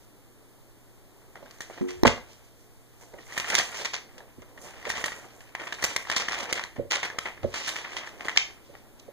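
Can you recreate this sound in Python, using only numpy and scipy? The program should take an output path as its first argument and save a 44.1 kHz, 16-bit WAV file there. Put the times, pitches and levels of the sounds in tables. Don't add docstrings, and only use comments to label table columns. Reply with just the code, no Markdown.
import sys
import numpy as np
from scipy import signal
from scipy.fft import rfft, irfft, next_fast_len
from scipy.io import wavfile
from scipy.ndimage import uniform_filter1d

SR = 44100
rng = np.random.default_rng(int(sys.argv[2]) if len(sys.argv) > 2 else 0)


def to_wav(sig):
    pcm = np.clip(np.atleast_2d(sig), -1, 1) * 32767
    pcm = np.round(pcm).astype(np.int16)
    wavfile.write(sys.argv[1], SR, pcm.T)


def rack_gain(trim_db):
    fader = np.asarray(trim_db, float)
    return 10 ** (fader / 20)


N = 402543
M = next_fast_len(N + SR)
F = np.maximum(np.fft.rfftfreq(M, 1 / SR), 1)
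STEP = 16


def shape(points):
    hz, db = np.transpose(points)
    return rack_gain(np.interp(np.log(F), np.log(hz), db))


def colour(x, gain):
    return irfft(rfft(x, M) * gain, M)[..., :N]


def unit(x):
    return x / np.sqrt(np.mean(x ** 2))


def walk(rate_hz):
    hold = int(SR / rate_hz)
    steps = np.repeat(rng.standard_normal(N // hold + 1), hold)
    return 2.37 * uniform_filter1d(uniform_filter1d(steps, hold), hold)[:N]


def add(out, at_s, x):
    i = int(at_s * SR)
    out[i:i + len(x)] += x[:N - i]


def ring(hz, db, t60_s, rise_s):
    t = np.arange(int(0.83 * t60_s * SR)) / SR
    return rack_gain(db - 60 * t / t60_s) * (1 - np.exp(-t / rise_s)) * np.sin(2 * np.pi * hz * t)


def swell(at_s, db, rise_s, fall_s, follow=1):
    t = np.arange(0, N, STEP) / SR - at_s
    drop = np.maximum(-t / max(rise_s, .005), t / max(fall_s, .005))
    return rack_gain(db - 20 * follow * drop)


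def crackle(rate_hz, spread_db, smear_s):
    sizes = rack_gain(np.minimum(spread_db * rng.exponential(size=N), 15))
    hits = (rng.random(N) < rate_hz / SR) * sizes
    return unit(signal.lfilter([1], [1, -np.exp(-1 / (smear_s * SR))], hits))


def diffuse(make, gain, alike_hz):
    alike = np.sqrt(1 / (1 + (F / alike_hz) ** 2))
    both, one, other = rfft(make * rng.standard_normal((3, N)), M)
    pair = alike * both + np.sqrt(1 - alike ** 2) * np.array([one, other])
    return unit(irfft(gain * pair, M)[:, :N])


def capsules(x, lag, shade, shade_hz, far_db):
    near, other = rfft(x * np.ones((2, 1)), M)
    low = 1 / (1 + 1j * F / shade_hz)
    delay = np.exp(-2j * np.pi * F * lag / SR)
    far = rack_gain(far_db) * delay * (low * near + shade * (1 - low) * other)
    return irfft(np.array([far, near]), M)[:, :N]


def capsule_hiss():
    # frequency in Hz, level in dB.
    hiss = [(25, 0), (150, -7.5), (600, -7), (2000, -3), (4000, -6.5), (8000, -5), (15000, -5.5)]
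    return rack_gain(-58.5) * unit(colour(rng.standard_normal((2, N)), shape(hiss)))


def kitchen():
    # frequency in Hz, level in dB.
    rumble = [(25, 9.5), (70, -7), (150, -9), (300, 1), (500, -4), (1000, -10), (2000, -25.5), (4000, -30),
              (9000, -61)]
    level_db = -62 + .6 * walk(5.3)
    return rack_gain(level_db) * diffuse(1, shape(rumble), alike_hz=1318)


def fridge():
    level_db = -68 + .6 * walk(5.2)
    hum = rack_gain(level_db) * np.sin(2 * np.pi * 121 * np.arange(N) / SR)
    return capsules(hum, lag=2.3, shade=1.0, shade_hz=3000, far_db=-1.0)


def room(x):
    t60_s, level_db, build_s = 0.29, -13.5, 0.016
    t = np.arange(N) / SR
    fade = rack_gain(-60 * t / t60_s) * (1 - np.exp(-t / build_s))
    echo = diffuse(fade, 1 / np.sqrt(1 + (F / 9000) ** 2), alike_hz=1290) / np.sqrt(N)
    return rack_gain(level_db) * colour(echo, rfft(x, M))


def puffs():
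    # peak in seconds, level in dB, seconds to fade 20 dB.
    gusts = [(2.06, -39, 0.33), (3.61, -62, 0.5), (4.35, -66, 18), (4.98, -49, 0.5), (5.7, -61, 1),
             (5.901, -52.5, -0.8), (6.37, -53, 0.7), (7.27, -52, .15), (5.2, -56, -0.7), (6.79, -50, 0.1),
             (7.45, -42, 0.15), (8.36, -54, 0.8), (8.72, -55, 0)]
    band = 1 / (1 + (F / 90) ** 3) / (1 + (20 / F) ** 4)
    rumble = diffuse(1, band, alike_hz=400)
    level = rack_gain(-100)
    for at_s, db, fall_s in gusts:
        level = level + swell(at_s, db - 12.0, 0.79 * fall_s, fall_s)
    return rumble * np.repeat(level, STEP)[:N]


def knocks():
    starts = (1.81, 2.032, 2.0345)
    # frequency in Hz, level in dB, t60 in seconds.
    jolts = [
        [(214, -29.5, 0.133), (268, -30.5, 0.28), (363, -28.5, 0.56), (460, -39.5, 0.54), (755, -35, 0.03)],
        [(344, -5.5, 0.026)],
        [(217.59, -20, 0.029), (920, -3.5, 0.0062), (1860, -12, 0.01), (4080, -11.5, 0.0072),
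         (5500, -10.5, 0.0084), (12800, -16.5, 0.0045)],
    ]
    out = np.zeros(N)
    for at_s, modes in zip(starts, jolts):
        for hz, db, t60_s in modes:
            add(out, at_s, ring(hz, db, t60_s, rise_s=0.37 / hz))
    return out


def table():
    # start in seconds, peak in dB, centre in Hz, weight of the deep modes in dB.
    thumps = [(1.424, -38, 554, -29), (2.05, -27, 590, -14), (2.055, -4.5, 221, -4), (2.067, -9, 272, -25),
              (2.074, -14, 570.5, -20), (3.135, -30, 564, -9), (4.379, -33, 255, -2),
              (4.419, -42.5, 576, -15), (4.866, -23, 604, -24), (4.879, -31, 560, -22),
              (6.781, -20.5, 260, -3), (6.792, -13.5, 537, -21), (6.802, -31, 400, -14),
              (6.81, -28, 480, -14), (6.82, -33, 422, -14), (6.85, -31, 450, -6), (7.455, -24, 453, -9),
              (7.49, -34, 480, -17), (7.431, -24.5, 196, 4), (7.443, -9, 550, -21), (7.47, -28, 560, -23),
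              (8.691, -34, 600, -6), (9.08, -29, 517, -29)]
    # frequency in Hz, level in dB, t60 in seconds.
    modes = [(45.3, -13, 0.24), (95.6, -10, 0.17), (141, -3, 0.082), (241, 0, 0.059), (265, -43, 0.033),
             (358, -6, 0.069), (474, 2.5, 0.034), (565, -2, 0.066), (606, -4, 0.038), (737, -12, 0.021)]
    out = np.zeros(N)
    chance = rng.standard_normal((len(thumps), len(modes), 2))
    for (at_s, db, centre_hz, deep_db), row in zip(thumps, chance):
        for (hz, mode_db, t60_s), (a, b) in zip(modes, row):
            off_db = deep_db if hz < 200 else -9.0 * np.log2(hz / centre_hz) ** 2
            peak_db = db - 9.5 + mode_db + off_db + 2.56 * a
            tone = ring(hz * (1 + 0.013 * b), peak_db, t60_s, rise_s=0.0035)
            add(out, at_s + 0.0015 * abs(b), np.sign(a) * tone)
    return out


def clicks():
    # start in seconds, peak in dB, treble in dB.
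    loud = [(1.3553, -33, -39), (1.3714, -38, -27), (1.51, -38, -2), (1.5858, -42, -6),
            (1.6062, -20.5, -11.5), (1.7, -47, -15), (1.7125, -49, -21), (1.8895, -29, -15),
            (3.1393, -41, -13), (3.1887, -33, -28), (3.3233, -27, -29), (3.3773, -13.5, -14),
            (3.3985, -22, -7), (3.445, -23, -14), (3.4627, -28, -8), (3.5018, -14, -11.5),
            (3.5438, -14, -6.5), (3.5519, -14.5, -5.5), (3.5829, -13, -19), (3.598, -17, -17),
            (3.6152, -20.5, -21), (3.7434, -30, -15), (3.8483, -22.5, -6), (3.937, -29, -10),
            (4.2053, -41.5, -21), (4.5765, -32.5, -19), (4.8279, -30.5, -14), (4.853, -23, -15),
            (4.9008, -16, -14), (5.0406, -11, -16), (5.0576, -23, -19), (5.0806, -23, -22),
            (5.1198, -19, -20), (5.5504, -19.5, -22), (5.6383, -31, -20), (5.6693, -26, -24),
            (5.7239, -21, -15), (5.8281, -16, -8), (5.8407, -9, -8), (5.9623, -11, -22), (6.0524, -26, -27),
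            (6.0995, -14.5, -15), (6.114, -20, -17), (6.1671, -17, -16), (6.2852, -19, -18),
            (6.381, -26, -9), (6.4308, -26, -11), (6.5267, -12, -16), (6.638, -23, -10.5),
            (7.0315, -14.5, -20), (7.101, -24.5, -16), (7.1859, -12, -15.5), (7.2563, -20, -22),
            (7.5416, -20.5, -9), (7.6779, -20, -13), (7.7579, -24.5, -16), (8.2831, -19, -18),
            (8.3713, -22, -9), (8.3762, -25, -1.5), (8.7514, -34, -28)]
    # start in seconds, peak in dB, treble in dB.
    faint = [(1.3994, -49, -16), (1.4616, -42, -27), (1.7764, -36, -16), (3.2695, -41, -11),
             (4.1809, -44, -10), (4.4204, -39, -12), (4.9384, -22, -14), (4.9804, -22, -18),
             (4.9964, -27, -16), (5.4071, -38, -18), (5.7414, -28, -7), (5.7857, -31, -12),
             (5.9774, -30, -6), (6.1994, -23, -11), (6.7605, -35.5, -19), (6.9544, -19, -13),
             (7.1337, -31, -19), (7.3776, -35, -27), (7.431, -39, -11), (7.442, -32, -14),
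             (7.6006, -32, -9), (7.8471, -26, -18), (7.9189, -32, -18), (7.9693, -24, -11),
             (7.9862, -27.5, -20), (8.0744, -29, -17), (8.2072, -34, -13), (8.2482, -28, -11),
             (8.3624, -18, -12)]
    # frequency in Hz, level in dB, t60 in seconds.
    sheet = [(692, -17, 0.0076), (1285, -12, 0.0089), (1920, -1.5, 0.019), (3200, -2, 0.0025),
             (4400, 6.5, 0.0085), (6250, 7.5, .008), (8700, -4, 0.0029), (11550, -6, 0.0036),
             (13400, -8, .003)]
    out = np.zeros((2, N))
    chance = rng.standard_normal((len(loud + faint), len(sheet), 3))
    for (at_s, db, treble_db), row in zip(loud + faint, chance):
        for (hz, mode_db, t60_s), (a, *apart) in zip(sheet, row):
            high = hz > 2700
            peak_db = db - 2.5 + mode_db + high * treble_db + 2.5 * a
            for part, b in zip(out, apart):
                detune = .06 * (b if high else apart[0])
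                add(part, at_s, ring(hz * (1 + detune), peak_db, t60_s, rise_s=.13 / hz))
    return out


def motion():
    # peak in seconds, level in dB, seconds to swell 20 dB, seconds to fade 20 dB.
    slam = [
        (2.055, -17.5, -0.0112, -0.05),
        (2.062, -27.5, 0.0164, -0.03),
        (2.067, -21, -0.16, 0.0516),
    ]
    # fastest at seconds, rustle in dB, seconds to swell 20 dB, seconds to fade 20 dB,
    # crispness in dB.
    sweeps = [(.05, -76, 20, -1.3, 9), (1.6, -70.5, 0.84, .5, -5), (1.83, -52, 0.52, 0.36, -6.5),
              (2.28, -68.5, 0.5, 0.6, 7), (3.02, -68, 0.05, 0.1, 11), (3.2, -66, 0.34, .5, 4),
              (3.55, -31, 0.1924, 0.2059, -8), (3.8, -45, 0.35, 0.11, 1), (4.1, -65.5, 1, 3, -6.5),
              (4.65, -61.5, 0.1, 0.5, 7.5), (4.8, -59.5, 0.15, 0.8, -7.5), (4.99, -40, 0.19, 0.2145, -6.5),
              (5.162, -50, -0.02, 0.1, -5), (5.599, -46.5, -0.17, 0.32, -10),
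              (5.88, -44.5, 0.12, 0.27, 0.5), (6.25, -44, 0.6, 0.53, -11), (6.5, -41, .5, 0.11, -28),
              (6.968, -38.5, -0.34, 0.3, -19), (7.21, -51.5, 0.06, -0.12, -9), (7.27, -39, 0.08, 0.05, -13),
              (7.58, -50, 0.12, 0.25, 3.5), (7.7, -42.5, 0.17, 0.4, -4.5), (8.0, -52, 0.35, 1, -8),
              (8.39, -53, 0.08, 0.08, -3.5), (8.999, -69.5, -0.2, 0, 22), (9.128, -57.5, 0, .1, -13)]
    air, rustle, crisp = (swell(*row) for row in slam)
    dull = crisp * (1 - rack_gain(-12))
    for at_s, db, rise_s, fall_s, crisp_db in sweeps:
        air_db = -52.5 + 0.5 * (db + 41.5)
        air = air + swell(at_s, air_db, rise_s, fall_s)
        rustle = rustle + swell(at_s, db, rise_s, fall_s)
        crisp = crisp + swell(at_s, db + crisp_db, rise_s, fall_s, follow=0.92)
    return np.repeat([air, rustle, crisp, crisp - dull], STEP, axis=1)[:, :N]


def rustle_drive():
    grains = crackle(rate_hz=500., spread_db=11.0, smear_s=0.001)
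    drive = []
    for level, share, trim_db in zip(motion(), (0.4, 0.74, 0.39, 0.63), (1.3, 1.1, 4.4, 5.3)):
        stir = level * rack_gain(trim_db + 2.46 * walk(25))
        flecks = crackle(rate_hz=120.0, spread_db=-3.5, smear_s=0.0034)
        drive.append(stir * (share * (0.41 * grains + 0.34 * flecks) + 1 - share))
    return drive


def snaps():
    # start in seconds, peak in dB, treble in dB, ring in seconds.
    pops = [(1.6075, -33, 2, 0.14), (3.377, -21.5, -4, 0.084), (3.379, -20.5, -1, 0.02),
            (3.3987, -23, -2, 0.059), (3.444, -21, -32, 0.056), (3.5516, -16, 9, 0.025),
            (4.1803, -44.5, 4, 0.068), (4.901, -19, -3.5, 0.082), (5.042, -13.5, -7, 0.037),
            (5.081, -18, -18, 0.035), (5.12, -23, -16, 0.085), (5.4057, -35, -12, 0.056),
            (5.5507, -17.5, -19, 0.051), (5.639, -33, -28, 0.028), (5.6704, -24.5, -18, 0.14),
            (5.7242, -22, -11, 0.047), (5.963, -10, -2, 0.024), (6.099, -21, -1, 0.038),
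            (6.114, -16.5, -10, 0.18), (6.32, -19.5, -10, 0.096), (6.527, -16, 3, 0.039),
            (6.577, -17, -28, 0.14), (6.6374, -21.5, -10.5, 0.062), (7.1878, -12, -3, 0.015),
            (7.5397, -20, -10.5, 0.18), (7.759, -22.5, -17, 0.21), (8.2836, -16, -17.5, 0.096),
            (8.372, -24, -1, .02), (8.373, -20.5, 1, 0.082), (8.751, -34, -42, 0.032)]
    # start in seconds, peak in dB,
    # treble in dB, ring in seconds.
    flutters = [(1.885, -28, -3.5, 0.16), (3.1866, -30, -39, 0.019), (3.3227, -32, -3, 0.11),
                (3.5015, -11, -5.5, 0.03), (3.5205, -11.5, -35, 0.074), (3.582, -9.5, -4, 0.074),
                (3.5996, -15, -18, 0.037), (3.745, -35.5, -1, 0.18), (3.85, -15.5, -6, 0.083),
                (3.935, -18, -6, 0.12), (4.578, -25.5, -30, 0.037), (4.954, -14.5, -17, 0.1),
                (5.7858, -27, -37, 0.16), (5.824, -19.5, 1, 0.038), (5.8405, -7, 0.5, 0.046),
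                (6.1635, -8.5, -0.5, 0.065), (6.285, -14.5, -6, 0.05), (6.344, -15, -9, 0.052),
                (6.381, -28, 1, 0.09), (6.43, -21, -2, 0.067), (6.4945, -33.5, 2.5, 0.14),
                (6.907, -16.5, -3.5, 0.22), (6.917, -20.5, -10, 0.13), (7.0307, -8, -13, 0.093),
                (7.099, -28, -39, 0.058), (7.2576, -17.5, -44, 0.19), (7.677, -17.5, -2.5, 0.14),
                (7.844, -23.5, -65, 0.094), (7.9667, -19, -7, 0.1), (8.067, -25.5, -12, 0.093),
                (1.51, -35, -1, 0.019), (1.713, -51, -18, 0.018), (3.544, -19, -2, 0.011),
               (3.367, -17, -13, 0.034), (4.892, -21, 0, 0.033), (4.996, -37, -16, 0.021),
               (5.742, -29, 0, 0.047), (6.4, -26.5, 2, 0.047), (6.611, -23, -12, 0.035),
               (7.001, -31, 0, 0.019), (7.376, -26, -38, 0.019), (5.059, -14, -2.5, .05),
               (6.199, -18, -1.5, 0.099), (6.555, -16.5, -9, 0.11), (6.94, -12.5, -10, 0.11),
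               (7.052, -18.5, -11, 0.049), (7.563, -19, -19, 0.046), (7.601, -31, -6, 0.063),
               (7.984, -39, -5, .04), (8.258, -32.5, 2, 0.036), (8.361, -24, -7, 0.04)]
    # start in seconds, peak in dB, bass in dB, ring in seconds.
    slaps = [(1.3555, -33, -3, 0.11), (1.3794, -78, -14, .043), (1.4275, -46.5, 15, 0.04),
             (1.454, -41, -3, 0.16), (1.699, -41, 13.5, 0.048), (1.776, -38.5, 8, 0.07),
             (1.815, -33, 14.5, 0.016), (2.051, -10, 10, 0.043), (2.054, -9, -5.5, 0.035),
             (2.069, -6, -16, 0.084), (2.076, -9.5, 0, 0.015), (2.1774, -26.5, 4, 0.027),
             (3.139, -44.5, 13.5, 0.058), (3.543, -28, -5, 0.052), (4.204, -38, -17, 0.027),
             (4.42, -36.5, 0, 0.055), (4.685, -33.5, -4, 0.055), (4.8517, -23.5, -18, 0.19),
             (4.871, -31, -2, 0.065), (5, -42, 8, 0.08), (6.0705, -26, -18, 0.087), (6.308, -20, -16, 0.12),
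             (6.76, -36, -2, 0.18), (7.431, -33.5, 7, 0.078), (7.442, -47, -1, 0.025),
             (7.9193, -29.5, -33, 0.18), (8.1945, -39, -6, 0.084), (8.207, -28.5, -8, 0.17),
             (8.248, -26, -5, 0.19), (8.738, -48, 8, 0.065)]
    return ([(s, db, treble, -29, t60, 1, 0.00058) for s, db, treble, t60 in pops]
            + [(s, db, treble, -15.5, t60, -8, 0.0037) for s, db, treble, t60 in flutters]
            + [(s, db, -19, bass, t60, -3, 0.0012) for s, db, bass, t60 in slaps])


def snap_envelope(db, t60_s, tick_db, rise_s, grit):
    lead_s, roughness = .012, 0.55
    u = np.arange(6000) / SR
    rough = 1 - roughness + roughness * grit
    fade = rack_gain(-60 * u / np.clip(t60_s, .012, .15))
    flutter = (1 - np.exp(-u / max(rise_s, .0003))) * rough * fade
    tick = (1 - np.exp(-u / .0002)) * np.exp(-u / .0014)
    lead = rack_gain(-14.5) * np.exp((u[u < lead_s] - lead_s) / 0.0022) * min(rise_s / 0.0037, 1)
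    body = np.maximum(flutter, lead[-1] * np.exp(-u / rise_s))
    return rack_gain(db - 9.5) * np.r_[lead, body + rack_gain(tick_db) * tick]


def add_snaps(drive):
    grit = crackle(rate_hz=400., spread_db=5.0, smear_s=0.00078)
    for at_s, db, treble_db, bass_db, t60_s, tick_db, rise_s in snaps():
        tilt_db = 2 * rng.standard_normal()
        crack = snap_envelope(db, t60_s, tick_db, rise_s, grit[int(at_s * SR):][:6000])
        bands_db = (bass_db - 1.5, -1.5, treble_db + 8.3 - tilt_db, treble_db + 3.2 + tilt_db)
        for band, rel_db in zip(drive, bands_db):
            add(band, at_s - .012, rack_gain(rel_db) * crack)


def paper_bands():
    # frequency in Hz, level in dB.
    paper = [(60, -32.5), (250, -17.5), (500, -11), (1000, -10.5), (1400, -10.5), (2000, -3), (2800, -2),
             (4000, -9), (6200, -4.5), (8000, -11), (11000, -19.5), (15000, -23.5)]
    low, high = 1 / (1 + (F / 800) ** 4), 1 / (1 + (2700 / F) ** 4)
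    gains = [shape(paper) * g for g in (low, (1 - low) * (1 - high), high)]
    bass, middle, treble = (g / np.sqrt(np.mean(g ** 2)) for g in gains)
    top = 1 / (1 + (6300 / F) ** 6)
    return bass, middle, treble * (1 - top), treble * top


def pages():
    # time in seconds, shift from lower to upper treble in dB.
    bend = [(1.5, 1.5), (2.1, -1.5), (3.0, 3), (3.4, 1.5), (3.6, -1), (3.9, -1.5), (4.9, 1), (5.1, 2),
            (5.6, 0), (5.9, 2), (6.2, -3), (6.5, 1.5), (7.0, -1), (7.2, 2.5), (7.7, -2.5), (8.0, -0.5),
            (8.26, 1.5), (8.38, -5.5)]
    drive = rustle_drive()
    add_snaps(drive)
    shift = rack_gain(np.interp(np.arange(N) / SR, *np.transpose(bend)))
    drive[2:] = drive[2] / shift, drive[3] * shift
    noise = rng.standard_normal((2, N))
    spectrum = sum(rfft(x * noise, M) * g for x, g in zip(drive, paper_bands()))
    return irfft(spectrum, M)[:, :N]


def scene():
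    background = kitchen() + fridge() + capsule_hiss()
    wood = table()
    paper = pages() + clicks()
    near = capsules(paper, lag=0.7, shade=1.0, shade_hz=2000, far_db=-4.5)
    near += capsules(wood, lag=8.0, shade=0.69, shade_hz=2500, far_db=3.0)
    near += capsules(knocks(), lag=4.0, shade=0.21, shade_hz=900, far_db=-22.0)
    return near + room(paper[0] + wood) + puffs() + background


def band_limit(x):
    return signal.sosfilt(signal.butter(12, 16300, fs=SR, output="sos"), x)


def record(dry):
    lag = 16.54
    delay = np.exp(-2j * np.pi * F * lag / SR)
    late = colour(dry[::-1], delay / (1 + (F / 5600) ** 2.5))
    lift = (1 + 1j * F / 900) / (70 / 900 + 1j * F / 900)
    top = rack_gain(-34 * np.clip((F - 15250) / 350, 0, 1))
    return band_limit(colour(0.69 * (dry - late), lift * top))


dry = scene()
out = record(dry)
to_wav(out)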